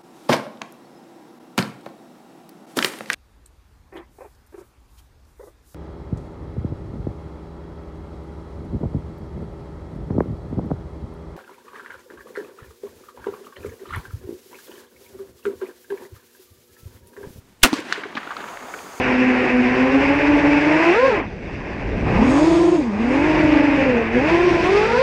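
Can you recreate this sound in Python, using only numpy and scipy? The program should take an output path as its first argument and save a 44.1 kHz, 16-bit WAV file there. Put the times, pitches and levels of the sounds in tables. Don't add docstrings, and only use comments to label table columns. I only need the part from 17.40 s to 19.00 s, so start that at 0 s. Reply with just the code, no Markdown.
import sys
import numpy as np
from scipy import signal
from scipy.fft import rfft, irfft, next_fast_len
from scipy.io import wavfile
from scipy.ndimage import uniform_filter1d, map_coordinates

SR = 44100
rng = np.random.default_rng(int(sys.argv[2]) if len(sys.argv) > 2 else 0)


def waveform_to_disk(signal):
    frames = np.transpose(np.atleast_2d(signal))
    scaled = np.clip(frames, -1, 1) * 32767
    samples = np.round(scaled).astype(np.int16)
    wavfile.write(sys.argv[1], SR, samples)


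def voltage_ratio(decibels):
    exponent = np.asarray(decibels, float) / 20
    return 10 ** exponent


N = 70560

# (frequency [Hz], level per Hz [dB])
NEAR_COLOUR = [(59, -55), (100, -21), (271, -26), (1480, -28), (2580, -22), (2860, -20), (7770, -13),
               (16000, -32)]
# (time [s], peak level [dB], centre [Hz], spread [s], edge level [dB])
SLAPS = [(.2865, -22, 1090, 0.0013, -28), (0.329, -14.5, 850, .0012, -5), (.334, -22.5, 970, 0.0041, 4),
         (0.364, -31.5, 1268, 0.0019, -1), (.402, -37, 8000, 0.0013, 3), (0.5245, -5, 1610, 0.00062, -10),
         (0.528, -25.5, 1990, 0.007, -1), (0.552, -21.5, 1760, 0.0067, -30),
         (0.5253, -19.5, 4350, 0.0017, -6), (0.634, -21.5, 1700, 0.0026, -32),
         (0.751, -26, 980, 0.0026, 3.5), (0.766, -15, 1460, 0.0055, -10), (0.83, -28, 1700, 0.0017, -10),
         (0.873, -25, 1480, 0.0014, -22), (0.905, -21.5, 1210, 0.0055, -12),
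         (0.9664, -19.5, 1290, 0.0017, -6.5), (1.002, -26.5, 1470, 0.0056, -7.5),
         (1.041, -21, 1000, 0.00084, -8.5), (1.084, -26, 1180, 0.0022, -7), (1.1713, -23, 1380, .001, -8.5),
         (1.226, -34, 1310, 0.0044, -8), (1.284, -29, 870, 0.0018, -6), (1.337, -20, 1520, 0.0033, -18),
         (1.388, -28, 2330, 0.0014, -5.5)]
# (time [s], peak level [dB], pitch [Hz], spread [s])
THUDS = [
    (0.32, -23.5, 281, 0.0053),
    (0.329, -7.5, 283, 0.0038),
    (0.388, -21, 314, 0.0034),
    (0.447, -34, 256, 0.007),
    (0.577, -26, 417, 0.0043),
    (0.655, -26, 408, 0.0037),
    (0.753, -24, 277, 0.0031),
    (0.774, -25, 252, 0.003),
    (0.871, -33, 290, 0.0033),
    (1.004, -30, 334, 0.0019),
]
# (time [s], hills level [dB], low ground swell level [dB])
WASH_LEVEL = [
    (.27, -39, -47),
    (.37, -31.5, -34),
    (.435, -40, -42),
    (0.511, -34, -41),
    (.6, -35.5, -42.5),
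    (.72, -42.5, -42),
    (0.798, -37.5, -47.5),
    (1.04, -37, -46.5),
    (1.6, -40.5, -52.5),
]
# (frequency [Hz], level per Hz [dB])
HILLS_EARLY = [(290, -40), (500, -9), (1050, 1), (1360, -3.5), (1510, 2), (2850, -5.5), (7210, -19.5),
               (16000, -39.5)]
# (frequency [Hz], level per Hz [dB])
HILLS_LATE = [(180, -40), (320, -13), (700, -3.5), (1300, -5.5), (2500, -15.5), (4000, -27), (7000, -52),
              (16000, -69)]
# (frequency [Hz], level per Hz [dB])
GROUND_COLOUR = [(24, -69), (40, -48), (81, -23), (148, -11.5), (262, 0), (428, -3.5), (700, -13),
                 (910, -42), (1540, -120)]
# (frequency [Hz], level per Hz [dB])
HISS_COLOUR = [(2060, -11), (3500, 8.5), (3920, 3), (4660, 11.5), (5500, 5.5), (6400, 9), (9560, 4),
               (11100, -1.5), (16000, 0.5)]
# (centre [Hz], width [Hz], lift [dB])
HISS_HUMPS = [
    (6650, 590, 6),
    (11200, 550, 6),
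]
# (frequency [Hz], level per Hz [dB])
AIR_COLOUR = [(18, -43), (30, -8.5), (115, -3), (184, -4.5), (404, -7.5), (526, -14.5), (913, -15.5),
              (7870, -27), (16000, -31)]

SHOT_S, LEAD_S, HAMMER_S, HAMMER_DB = 0.2326, 0.0012, 0.2222, -39
PORT_HZ, PORT_S, PORT_DB = 3055, 0.0066, 9.5
BENCH_HZ, BENCH_T60, BENCH_DB, RING_DB = 1400, 0.092, 9.5, -4
BENCH_RATE, LATE_RATE, RATE_FALL_S = 2100, 500, 0.017
SHARP, SPIKY_DB = 2.25, 4
FIZZ_DB, FIZZ_T60, BODY_DB = 0.5, 0.06, -5.5
PUSH_DB, PUSH_S = -12.5, 0.013
RAIL_DB, RAIL_HOLD_S, RAIL_T60 = -3.5, 0.021, 0.15
FIRST_DB, LEAN = 2.5, 0.29
NEAR_DB, NEAR_T60 = -21, 0.082
AIR_LOSS_DB = 84
SLAP_Q, EDGE_HZ, EDGE_Q = 1.58, 3650, 0.95
TURN_S, TURN_LONG_S = 0.43, 0.85
ROLL_DB, ROLL_RATE, PATCHY_DB = 0.8, 110, 1.2
PUFF_S, PUFF_LONG_S, PUFF_DB = 1.17, 0.05, -59
HISS_DB, HISS_FROM_S, HISS_RISE_S = -44.5, 0.58, 0.62
AIR_DB, OFFSET = -54.5, -0.00027
DUCK_DB, DUCK_S = -16.5, 0.49
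TOP_HZ, BLAST_TOP_HZ = 15800, 16500


def blast():
    t = clock(SHOT_S)
    after = np.maximum(t, 0)
    early = 1 / (1 + np.exp(np.clip((t - PORT_S) / 0.00014, -50, 50)))
    onset = np.exp(np.minimum(t, 0) / LEAD_S) * np.where(t < 0, 0.3, 1)
    wave = pressure_dips(t, early) + onset * (bench_noise(after, early) + gas_noise(after))
    held = overload(wave, after, early)
    push = voltage_ratio(PUSH_DB) * (1 - np.exp(-after / 0.0005)) * np.exp(-(after / PUSH_S) ** 4)
    return filtered(held + push + near_surfaces(t) + hammer(), lambda f: edge(f, BLAST_TOP_HZ))


def pressure_dips(t, early):
    after = np.maximum(t, 0)
    thinning = np.exp(-(after / RATE_FALL_S) ** 2)
    slow = (LATE_RATE + (BENCH_RATE - LATE_RATE) * thinning) * voltage_ratio(3.2 * wobble(1100))
    rate = early * PORT_HZ * voltage_ratio(1.8 * wobble(1500)) + (1 - early) * slow
    phase = 2 * np.pi * np.cumsum(rate) / SR
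    sharp = 3.3 * early + SHARP * (1 - early) * BENCH_RATE / slow
    shape = 0.36 * early + 0.12 - np.exp(sharp * (np.cos(phase) - 1))
    late_db = BENCH_DB - 60 * after / BENCH_T60 + SPIKY_DB * wobble(800)
    size = voltage_ratio(early * PORT_DB + (1 - early) * late_db)
    return filtered(size * shape * (t > 0), lambda f: peak(f, 1700, 0.13))


def bench_noise(after, early):
    lumps = voltage_ratio(RING_DB - 60 * after / 0.11 + 4.2 * wobble(600))
    return lumps * (1 - 0.62 * early) * noise(lambda f: peak(f, BENCH_HZ, 0.76))


def gas_noise(after):
    fizz_level = voltage_ratio(FIZZ_DB - 60 * after / FIZZ_T60 + 3.1 * wobble(500))
    fizz = fizz_level * noise(lambda f: peak(f, 6000, 0.7))
    body_level = voltage_ratio(BODY_DB - 60 * after / 0.12) * (1 - np.exp(-(after / 0.011) ** 2))
    body = body_level * noise(lambda f: peak(f, 277, 1.3) ** 2)
    return fizz + body


def overload(wave, after, early):
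    fall_db = 60 * np.maximum(after - RAIL_HOLD_S, 0) / RAIL_T60
    rail = voltage_ratio(RAIL_DB + FIRST_DB * early - fall_db) * np.where(wave > 0, 1 - LEAN, 1.3)
    return filtered(rail * np.tanh(wave / rail), lambda f: peak(f, 1100, 0.12))


def near_surfaces(t):
    level = voltage_ratio(NEAR_DB - 60 * np.maximum(t, 0) / NEAR_T60) * (t > 0)
    return level * noise(lambda f: voltage_ratio(along(NEAR_COLOUR, f)))


def hammer():
    level = voltage_ratio(HAMMER_DB - 60 * np.abs(clock(HAMMER_S)) / 0.015)
    return level * noise(lambda f: peak(f, 2300, 1.0) ** 2)


def echoes():
    out = np.zeros(N + SR)
    t = np.arange(SR // 5) / SR
    for s, db, hz, spread, edge_db in SLAPS:
        add_at(out, s, voltage_ratio(db) * slap(t, s - SHOT_S, hz, spread, edge_db))
    for s, db, hz, spread in THUDS:
        add_at(out, s, -voltage_ratio(db - 1) * swell(t, spread) * np.sin(2 * np.pi * hz * t))
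    return out[:N]


def slap(t, travel_s, hz, spread, edge_db):
    far = lambda f: voltage_ratio(-AIR_LOSS_DB * travel_s * f / 10000)
    main, bright = swell(t, spread) * rng.standard_normal((2, len(t)))
    burst = filtered(main, lambda f: np.sqrt(far(f)) * peak(f, hz, SLAP_Q) ** 2)
    rim = filtered(bright, lambda f: far(f) * peak(f, EDGE_HZ, EDGE_Q) ** 2)
    return burst / np.abs(burst).max() + voltage_ratio(edge_db) * rim / np.abs(rim).max()


def wash():
    t = clock(0)
    s, hills_db, swell_db = np.transpose(WASH_LEVEL)
    share = lambda u: np.clip((u - TURN_S) / TURN_LONG_S, -0.1, 1)
    late = lambda f: np.maximum(along(HILLS_LATE, f), -70)
    colour = lambda f, u: along(HILLS_EARLY, f) * (1 - share(u)) + late(f) * share(u)
    hills = voltage_ratio(np.interp(t, s, hills_db) + ROLL_DB * wobble(ROLL_RATE)) * rush(colour, PATCHY_DB)
    low_level = voltage_ratio(np.interp(t, s, swell_db) + 2.8 * wobble(25.51))
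    low = low_level * noise(lambda f: voltage_ratio(along(GROUND_COLOUR, f)))
    return (t > SHOT_S) * (hills + low)


def puff():
    u = clock(PUFF_S) / PUFF_LONG_S
    return voltage_ratio(PUFF_DB) * np.exp(-u * u) * noise(lambda f: peak(f, 40, 1.5) ** 2)


def far_woods():
    lift = lambda f: sum(db * np.exp(-((f - hz) / width) ** 2) for hz, width, db in HISS_HUMPS)
    rise = (1 - np.exp(-np.maximum(clock(HISS_FROM_S), 0) / HISS_RISE_S)) ** 1.38
    level = voltage_ratio(HISS_DB + 1.64 * wobble(8.02)) * rise
    return level * noise(lambda f: voltage_ratio(along(HISS_COLOUR, f) + lift(f)))


def quiet_air():
    t = clock(SHOT_S)
    duck = voltage_ratio(DUCK_DB * np.exp(-t / DUCK_S) * (t > 0))
    air = voltage_ratio(AIR_DB + 0.96 * wobble(54)) * duck * noise(lambda f: voltage_ratio(along(AIR_COLOUR, f)))
    return air + OFFSET * (t < 0)


def clock(start_s):
    return np.arange(N) / SR - start_s


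def swell(t, spread):
    return t / spread * np.exp(1 - t / spread)


def add_at(out, s, x):
    out[round(s * SR):][:len(x)] += x


def unit(x):
    return x / np.sqrt(np.mean(x ** 2) + 1e-20)


def along(points, hz):
    f, v = np.transpose(points)
    return np.interp(np.log(hz + 1), np.log(f + 1), v)


def filtered(x, response):
    m = next_fast_len(len(x) + 8192)
    return irfft(rfft(x, m) * response(np.fft.rfftfreq(m, 1 / SR)), m)[:len(x)]


def peak(f, hz, q):
    return 1j * f * hz / q / (hz * hz - f * f + 1j * f * hz / q)


def edge(f, top_hz):
    return np.clip((top_hz - f) / 150, 0, 1) ** 2


def noise(response, size=N):
    return unit(filtered(rng.standard_normal(size), response))


def wobble(rate):
    knots = rng.standard_normal(int(N * rate / SR) + 4)
    return map_coordinates(knots, [np.arange(N) * rate / SR])


def rush(gain_db, patchy_db):
    hz, t, z = signal.stft(rng.standard_normal(N), SR, nperseg=256)
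    patches = uniform_filter1d(uniform_filter1d(rng.standard_normal(z.shape), 4, 0), 5, 1)
    z = z * voltage_ratio(gain_db(hz[:, None], t) + patchy_db * unit(patches))
    x = signal.istft(z, SR, nperseg=256)[1][:N]
    return x / np.sqrt(uniform_filter1d(x * x, SR // 4, mode="reflect") + 1e-20)


def scene():
    surroundings = echoes() + wash() + puff() + far_woods() + quiet_air()
    return (blast() + filtered(surroundings, lambda f: edge(f, TOP_HZ)))[None]


def band_limit(x):
    return signal.sosfilt(signal.butter(12, 16410, fs=SR, output="sos"), x)


def record(dry):
    mix = np.clip(dry, -1, 1)
    return band_limit(mix)


dry = scene()
out = record(dry)
waveform_to_disk(out)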